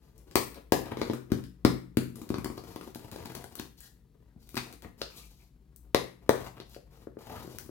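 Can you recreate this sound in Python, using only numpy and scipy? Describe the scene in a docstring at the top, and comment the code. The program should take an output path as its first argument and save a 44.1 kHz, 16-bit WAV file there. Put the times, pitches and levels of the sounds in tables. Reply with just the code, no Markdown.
"""A blade is dragged along the taped seam of a cardboard box, close by in a small, hard room.
The tape holds, then gives way with a snap that kicks the hollow lid. Between snaps the blade
sticks and slips through tape and paper in short, rasping strokes. Brief pitched scrapes and a few
faint, breath-like whistles come and go. Loose plastic film ticks and hands bump the lid.
The room rings briefly after every blow, over the faint hum of the building."""
import sys
import numpy as np
from scipy import signal
from scipy.fft import rfft, irfft
from scipy.io import wavfile

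SR = 44100
rng = np.random.default_rng(int(sys.argv[2]) if len(sys.argv) > 2 else 0)


def to_wav(s):
    """Save 16-bit WAV."""
    ch = np.atleast_2d(s).T  # columns
    pcm = np.round(np.clip(ch, -1, 1) * 32767)  # PCM
    wavfile.write(sys.argv[1], SR, pcm.astype(np.int16))


N = 339570

# Each time the tape gives way; tape_snaps() trims the flap, crack and fizz levels.
# start_s, lid_db, lid_hz, flap_db, flap_hz, crack_db, fizz_db
TAPE_SNAPS = [(0.3555, -18, 341, -20.5, 1102, -25.5, -21), (0.7212, -14.5, 345, -19.5, 824, -31, -26.5),
              (0.9704, -33.5, 340, -41.5, 1097, -49.5, -51), (1.0152, -24, 356, -31.5, 1120, -40.5, -48),
              (1.098, -23, 306, -37, 935, -47.5, -59), (1.134, -30, 293, -40.5, 1268, -51, -45),
              (1.3186, -17, 251, -39.5, 1330, -43, -40.5), (1.6491, -10, 275, -24, 1079, -28, -28.5),
              (1.9707, -16, 261.5, -33, 1390, -37, -34), (2.1568, -45, 216, -56, 1230, -60.5, -47),
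              (2.2157, -38, 266, -49, 1180, -57.5, -48.5), (2.3028, -23, 275, -41.5, 1130, -52, -46),
              (2.3415, -29.5, 328, -35, 1160, -45, -52), (2.383, -29, 220, -39.5, 1140, -51.5, -47),
              (2.4446, -32, 286, -43.5, 890, -44.5, -36.5), (2.4578, -31, 275, -37.5, 1060, -66, -56),
              (2.5, -33.5, 293, -42, 1090, -61, -66), (2.5775, -39, 338, -45, 1080, -51.5, -51.5),
              (2.7602, -34.5, 313, -41.5, 995, -50, -48.5), (2.8105, -43, 348, -46.5, 1240, -53.5, -51),
              (2.8748, -39, 313, -48, 890, -64, -60), (2.9565, -37, 265, -44.5, 784, -62, -45.5),
              (3.1591, -38.5, 410, -44, 805, -52.5, -48), (3.256, -42, 245, -43.5, 910, -50, -44),
              (3.3505, -43, 372, -54, 958, -45.5, -36), (3.4411, -43.5, 414, -45, 775, -50.5, -44),
              (3.5965, -33.5, 265, -45, 970, -43.5, -38.5), (4.5436, -37.5, 278, -48.5, 1220, -57, -47),
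              (4.568, -33, 282, -34, 940, -36, -38), (4.5756, -32.5, 244, -35.5, 1280, -32.5, -39),
              (5.016, -32, 453, -52, 1400, -33.5, -41.5), (5.9464, -15, 406, -21, 1037, -25, -28),
              (6.2925, -12, 444, -18.5, 944, -32, -28)]
def tape_snaps(rows):
    """Each time the tape gives, it thumps the lid, knocks the cut flap and tears with a crack."""
    out = np.zeros(N)
    for start_s, lid_db, lid_hz, flap_db, flap_hz, crack_db, fizz_db in rows:
        # tight tape parts at once; under a light pull it crumbles for several milliseconds
        slack = np.interp(lid_db, [-40, -18], [2.4, 1])
        add(out, start_s, lid_thump(lid_db, lid_hz))
        add(out, start_s, amp(flap_db - 2) * bend(flap_hz, peak_cycles=0.94 * np.sqrt(slack), lead=0.099))
        # the stiff flap has a second, higher bend
        add(out, start_s, amp(flap_db - 12.5) * bend(2 * flap_hz, peak_cycles=2.7, lead=0))
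        add(out, start_s, tear(crack_db + 2, fizz_db + 0.45, spread_s=0.0024 * slack))
    return out


def lid_thump(lid_db, lid_hz):
    """The lid swings and heaves the whole box, most of all near its soft, low-pitched middle."""
    heave = amp(lid_db - 12.5) * (270 / lid_hz) ** 2
    out = heave * bend(95, peak_cycles=0.67, lead=0.51, size=4096)
    add(out, 0, amp(lid_db) * bend(lid_hz, peak_cycles=0.6, lead=0.12))
    return out


def bend(pitch_hz, peak_cycles, lead, size=2048):
    """Struck cardboard swings a few times and stops; lead is the wave's head start, in cycles."""
    cycles = np.arange(size) / SR * pitch_hz
    swell = (cycles * np.exp(-cycles / peak_cycles)) ** 2
    return unit_blow(swell * np.sin(2 * np.pi * (cycles + lead)))


# The tone of cracking fibres and of fizzing film: frequency_hz, relative_db
CRACK_TONE = [(500, -38.5), (1300, 3.5), (2200, 3), (3000, 2.5), (5000, 2.5), (7000, -8.5), (9500, -17.5),
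              (16000, -44)]
FIZZ_TONE = [(2500, -36), (6000, -5), (8500, -4), (12500, -1), (16000, 0.5)]
def tear(crack_db, fizz_db, spread_s, size=2048, count=48):
    """Fibres crack and film fizzes in one burst, its frequencies arriving at slightly different times."""
    hz = np.fft.rfftfreq(size, 1 / SR)
    delay_s = spread_s * np.interp(hz, np.linspace(0, SR / 2, count), rng.random(count) ** 2)
    burst = irfft(np.exp(-2j * np.pi * np.cumsum(delay_s) * SR / size))[:size // 2]
    crack = amp(crack_db) * unit(amp(look_up(CRACK_TONE, hz)))
    fizz = amp(fizz_db) * unit(amp(look_up(FIZZ_TONE, hz)))
    # no two tears have quite the same tone
    patch_hz = np.geomspace(400, 16000, count // 2)
    patch_db = rng.uniform(-5.1, 4.23, count // 2)
    tone_db = 20 * np.log10(np.hypot(crack, fizz)) + look_up(np.column_stack([patch_hz, patch_db]), hz)
    return shape_tone(unit_blow(burst), np.column_stack([hz, tone_db]))


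# Strokes along the seam; blade_drag() turns each of the three levels down.
# start_s, length_s, rumble_db, rasp_db, hiss_db
BLADE_STROKES = [(0.0, 0.099, -65, -71.5, -66), (0.146, 0.078, -54.5, -70, -65),
                 (0.266, .06, -51.5, -63, -59), (0.505, 0.075, -49.5, -57, -65),
                 (0.809, 0.12, -40, -47, -55), (0.967, .18, -38.5, -50.5, -51),
                 (1.279, 0.11, -44, -60.5, -70), (2.14, 0.17, -48.5, -63, -56),
                 (2.307, 0.4, -48.5, -62, -57), (2.615, 0.29, -46.5, -56, -52),
                 (2.972, 0.11, -46.5, -55.5, -51), (3.11, 0.29, -42, -50, -48.5),
                 (3.406, 0.26, -53.5, -60.5, -56), (3.768, 0.1, -67.5, -68.5, -47),
                 (4.389, 0.15, -60, -71, -56.5), (4.61, 0.13, -46.5, -55.5, -51),
                 (4.817, 0.058, -46, -54, -59), (4.97, 0.063, -53.5, -66, -54.5),
                 (5.093, .17, -59, -68.5, -47.5), (5.281, 0.19, -74, -73, -58),
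                 (6.208, 0.13, -56, -64.5, -67), (6.341, 0.13, -45, -45, -45.5),
                 (6.551, 0.065, -47.5, -52.5, -57.5), (6.657, 0.11, -70, -67.5, -51),
                 (6.897, 0.14, -55.5, -63, -58.5), (7.184, 0.12, -51, -54, -51),
                 (7.283, 0.14, -44, -48, -47), (7.405, 0.27, -45, -58, -50)]
def blade_pressure():
    """How hard the blade drives the rumble, rasp and hiss at each moment."""
    t = np.arange(N) / SR
    attack_s, release_s = 0.016, 0.035
    power = amp([-65, -77.5, -80])[:, None] ** 2 * np.ones(N)  # hands resting on the box
    for start_s, length_s, *levels in BLADE_STROKES:
        shape = fade(t[:int((length_s + release_s) * SR)], length_s, attack_s, release_s)
        for layer, level_db in zip(power, levels):
            add(layer, start_s, (amp(level_db) * shape) ** 2)
    return np.sqrt(power)


# The tone of the rumbling lid, rasping cardboard and hissing tape: frequency_hz, relative_db
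RUMBLE_TONE = [(40, -22.5), (85, 8), (130, -4), (200, -2), (320, 0), (460, -1), (650, -26.5), (1300, -42.5)]
RASP_TONE = [(250, -23.5), (500, -2.5), (750, 3.5), (1150, -1), (1550, -7), (2100, -8), (3200, -12),
             (5500, -26.5), (12000, -51.5)]
HISS_TONE = [(1200, -25.5), (3000, 1.5), (4800, 4), (7000, 1.5), (9000, -3.5), (12500, 4.5), (16000, 0)]
def blade_drag(pressure):
    """The blade grips unevenly; its slips shake the lid, rasp the cardboard and hiss in the tape."""
    rumble, rasp, hiss = pressure
    grip = unit(amp(3.9 * wander(rate_hz=40)))
    board = grip * slips(per_s=900, spread_db=4.5, rub=1)
    film = grip * slips(per_s=5400, spread_db=3, rub=0.33)
    return (amp(-4.5) * rumble * unit(shape_tone(board, RUMBLE_TONE))
            + amp(-2) * rasp * unit(shape_tone(board, RASP_TONE))
            + amp(-7.5) * hiss * unit(shape_tone(film + 0.24 * board, HISS_TONE)))


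def slips(per_s, spread_db, rub):
    """Sticking and slipping makes tiny clicks of uneven size over a smooth rub."""
    sizes = amp(spread_db * np.minimum(rng.exponential(1, N), 4)) * rng.choice([-1, 1], N)
    clicks = sizes * (rng.random(N) < per_s / SR)
    return unit(unit(clicks) + rub * rng.standard_normal(N))


def blade_snags(pressure, per_s=11, spread_db=4, count=160):
    """The sliding blade snags at chance moments: tiny snaps that follow the strength of the stroke."""
    chance = rng.random((count, 4))
    times = np.cumsum(0.5 + chance[:, 0]) / per_s
    rows = []
    for at_s, (size, lid, flap) in zip(times, 2 * chance[:, 1:] - 1):
        sliding = any(start < at_s < start + length for start, length, *_ in BLADE_STROKES)
        if sliding and at_s < N / SR:
            stroke_db = 20 * np.log10(pressure[:, int(at_s * SR)])
            rumble_db, rasp_db, hiss_db = stroke_db - 3.5 + spread_db * size
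            lid_hz, flap_hz = 300 * (1 + 0.28 * lid), 1000 * (1 + 0.33 * flap)
            rows.append((at_s, rumble_db, lid_hz, rasp_db + 0.5, flap_hz, rasp_db - 6, hiss_db - 4))
    return tape_snaps(rows)


# Short sounds with a pitch: start_s, length_s, first_hz, last_hz, level_db
SCRAPES_AND_WHISTLES = [(3.587, 0.007, 4000, 3900, -41.5), (3.8, .08, 1750, 1710, -65),
                        (4.285, 0.031, 1720, 1720, -78), (4.838, 0.013, 1960, 1850, -54),
                        (5.099, 0.14, 1160, 1170, -66), (5.097, 0.15, 2550, 2500, -64.5),
                        (5.392, 0.032, 2330, 2300, -68), (7.281, 0.067, 680, 770, -46.5),
                        (7.347, 0.032, 1030, 1430, -47.5)]
def scrapes_and_whistles(attack_s=0.0023, release_s=0.01):
    """Brief, narrow bands of pitched noise: scrapes of the blade and a few faint, breath-like whistles."""
    out = np.zeros(N)
    for start_s, length_s, first_hz, last_hz, level_db in SCRAPES_AND_WHISTLES:
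        t = np.arange(0, length_s + release_s, 1 / SR)
        pitch_hz = np.linspace(first_hz, last_hz, len(t))
        glide = np.exp(2j * np.pi * np.cumsum(pitch_hz) / SR)
        width_hz = 300 * np.sqrt(first_hz / 700)
        decay = np.exp(-np.pi * width_hz / SR)
        noise = slips(per_s=700, spread_db=6, rub=1)[:len(t)]
        # keep only the part of the noise that lies near the sliding pitch
        band = glide * signal.lfilter([(1 - decay) ** 2], [1, -2 * decay, decay ** 2], noise / glide)
        add(out, start_s, amp(level_db) * unit(band.real) * fade(t, length_s, attack_s, release_s))
    return out


# Ticks of loose film and the blade tip; film_ticks() lifts both levels: start_s, crack_db, fizz_db
FILM_TICKS = [(0.1798, -86, -59), (0.3118, -56.5, -60), (0.5448, -56, -54.5), (1.4391, -55, -57),
              (2.2908, -52, -50), (2.948, -49, -49.5), (3.115, -52, -49.5), (3.554, -50, -42.5),
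              (3.8055, -66, -49), (4.491, -59, -52), (4.555, -48, -44.5), (4.7265, -54.5, -51.5),
              (4.8219, -56.5, -56.5), (5.7616, -70, -53.5), (6.6012, -47, -61), (6.7463, -54, -60),
              (7.5856, -45, -40)]
def film_ticks():
    """Plastic film makes thin, bright clicks without moving the lid."""
    out = np.zeros(N)
    for start_s, crack_db, fizz_db in FILM_TICKS:
        add(out, start_s, tear(crack_db + 0.5, fizz_db + 3.8, spread_s=0.0015))
    return out


# A hand knocking against the lid: start_s, level_db, pitch_hz
HAND_BUMPS = [(4.361, -48, 193), (4.8566, -43, 226.6), (6.6, -40, 340), (6.7637, -40.5, 440),
              (7.0709, -35.5, 360), (7.1695, -37.5, 367.8), (7.4466, -43.5, 305), (7.476, -42.5, 367),
              (7.692, -38.5, 340)]
def hand_bumps():
    """A soft knock thumps the lid and stirs a quieter, higher bend in it."""
    out = np.zeros(N)
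    for start_s, level_db, pitch_hz in HAND_BUMPS:
        add(out, start_s, lid_thump(level_db, pitch_hz))
        add(out, start_s, amp(level_db - 18) * bend(3.15 * pitch_hz, peak_cycles=0.61, lead=0))
    return out


# Low notes of the box and room: pitch_hz, relative_db, ring_s (time to fade by 60 dB)
HOLLOW_NOTES = [(57, -18, 0.83), (128.3, 3, 0.57), (180.3, -9, 0.77), (240.7, -6, 0.42),
                (301.9, -12.5, 0.12), (356.7, -6, 0.13)]
def hollow_ring():
    """Sound trapped in the box and room rings on in a few low notes after a click."""
    t = np.arange(SR) / SR
    notes = sum(amp(db - 60 * t / ring_s) * np.cos(2 * np.pi * hz * t) for hz, db, ring_s in HOLLOW_NOTES)
    return amp(-55) * notes * (1 - np.exp(-t / 0.002))


# First echoes from the walls and floor: delay_s, gain
WALL_ECHOES = [(.0058, 0.15), (.0091, 0.22), (0.013, 0.18), (0.016, 0.12), (.0186, .17), (0.0254, 0.11)]
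# How long the room takes to fade by 60 dB: frequency_hz, ring_s
ROOM_RING = [(100, .5), (260, 0.4273), (700, 0.2738), (1840, 0.4), (4850, 0.32), (12800, 0.39)]
# The tone of that ring: frequency_hz, gain_db
ROOM_TONE = [(60, -5), (150, -7), (350, -1.5), (700, 3.5), (1500, 0), (4000, 1), (9000, 4), (16000, -4)]
def room_echo():
    """The hard walls answer a click with a few separate echoes and a blurred, fading tail."""
    t = np.arange(SR) / SR
    bounces = rng.choice([-1, 1], SR) * (rng.random(SR) < 6000 / SR)
    hz, frame_s, bands = signal.stft(bounces, SR, nperseg=256)
    ring_s = look_up(ROOM_RING, hz)[:, None]
    tail = signal.istft(bands * amp(-60 * frame_s / ring_s), SR, nperseg=256)[1][:SR]
    tail *= 1 - np.exp(-(t / 0.001) ** 2)
    echo = shape_tone(tail / np.linalg.norm(tail), ROOM_TONE)
    for delay_s, gain in WALL_ECHOES:
        add(echo, delay_s + rng.uniform(-0.00022, 0.00014), [gain])
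    return echo


# The echo weakens as the hand draws near: time_s, gain_db
ECHO_AMOUNT = [(1.2, -0.5), (2.301, -1), (3.4, -3.5), (4.5, -2), (5.501, -3.5)]
def room(sound, patterns=3, changes_per_s=2.9):
    """As the hand moves along the seam, one pattern of echoes blends into the next."""
    t = np.arange(N) / SR
    sent = sound * amp(np.interp(t, *np.transpose(ECHO_AMOUNT)))
    place = t * changes_per_s
    shares = np.array([np.maximum(np.cos(2 * np.pi * (place - k) / patterns), 0) for k in range(patterns)])
    shares /= np.linalg.norm(shares, axis=0)
    return sum(signal.oaconvolve(sent * share, room_echo())[:N] for share in shares)


# The tone of the room's steady air: frequency_hz, relative_db
HUM_TONE = [(20, -22), (40, -8), (58, 6), (80, -24.5), (125, -9.5), (260, -20.5), (400, -30.5),
            (700, -48.5), (2000, -49.5), (16000, -53.5)]
def building_hum():
    """The building hums faint and low, nearly the same on both sides."""
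    shared = rng.standard_normal(N)
    sides = [shared + 0.1 * rng.standard_normal(N) for _ in range(2)]
    return amp(-54.5) * np.array([unit(shape_tone(side, HUM_TONE, size=16384)) for side in sides])


def amp(db):
    """Turns decibels into a number to multiply by."""
    return 10 ** (np.asarray(db) / 20)


def unit(x):
    """Scales a sound to an average strength (rms) of 1."""
    return x / np.sqrt(np.mean(x ** 2) + 1e-20)


def unit_blow(x, blow_s=0.008):
    """Gives a short sound the energy of one blow of strength 1."""
    return x / np.sqrt(np.sum(x ** 2) / (blow_s * SR) + 1e-20)


def look_up(points, hz):
    """Reads between the rows of a frequency table, with octaves evenly spaced."""
    row_hz, value = np.transpose(points)
    return np.interp(np.log(hz + 1), np.log(row_hz + 1), value)


def add(mix, start_s, sound):
    """Mixes a sound in at the given time."""
    part = mix[max(round(start_s * SR), 0):][:len(sound)]
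    part += sound[:len(part)]


def shape_tone(x, points, size=4096):
    """Filters a sound by a tone table; nothing rings ahead of a click, so it stays sharp."""
    log_gain = np.log(amp(look_up(points, abs(np.fft.fftfreq(size, 1 / SR)))))
    taps = np.fft.ifft(np.exp(np.conj(signal.hilbert(log_gain)))).real[:size // 2]
    return signal.oaconvolve(x, taps)[:len(x)]


def wander(rate_hz):
    """A smooth random wobble, mostly slower than the given rate."""
    hz = np.fft.rfftfreq(N, 1 / SR)
    return unit(irfft(rfft(rng.standard_normal(N)) / (1 + (hz / rate_hz) ** 4), N))


def fade(t, length_s, attack_s, release_s):
    """Rises, holds until length_s, then dies away."""
    return np.clip(t / attack_s, 0, 1) * np.clip(1 - (t - length_s) / release_s, 0, 1) ** 2


def scene():
    """The box lies a little to the left; the room answers on both sides."""
    pressure = blade_pressure()
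    box = tape_snaps(TAPE_SNAPS) + hand_bumps() + blade_drag(pressure)
    film = film_ticks()
    box += scrapes_and_whistles() + blade_snags(pressure)
    left = box + film + signal.oaconvolve(box, hollow_ring())[:N]
    # the direct sound reaches the right side a moment later
    right = np.interp(np.arange(N) - 0.0001 * SR, np.arange(N), left)
    to_room = box + amp(1.5) * film
    return np.array([left + room(to_room), right + room(to_room)]) + building_hum()


# The right microphone faces away, so it hears less than the left: frequency_hz, gain_db
RIGHT_SHADE = [(60, -5), (200, -5.5), (380, -8), (700, -5), (2400, -9), (4400, 1), (8100, -18.5),
               (15000, -8)]
def record(dry, bass_cut_hz=42, treble_cut_hz=16300):
    """Shades the right side, cuts the deepest bass, clips at full scale and cuts the highest treble."""
    pair = np.array([dry[0], shape_tone(dry[1], RIGHT_SHADE)])
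    bass_cut = signal.butter(2, bass_cut_hz, "high", fs=SR, output="sos")
    pair = np.clip(signal.sosfilt(bass_cut, pair), -1, 1)
    treble_cut = signal.firwin(255, treble_cut_hz, window=("kaiser", 8), fs=SR)
    return signal.oaconvolve(pair, treble_cut[None], "same")


dry = scene()
out = record(dry)
to_wav(out)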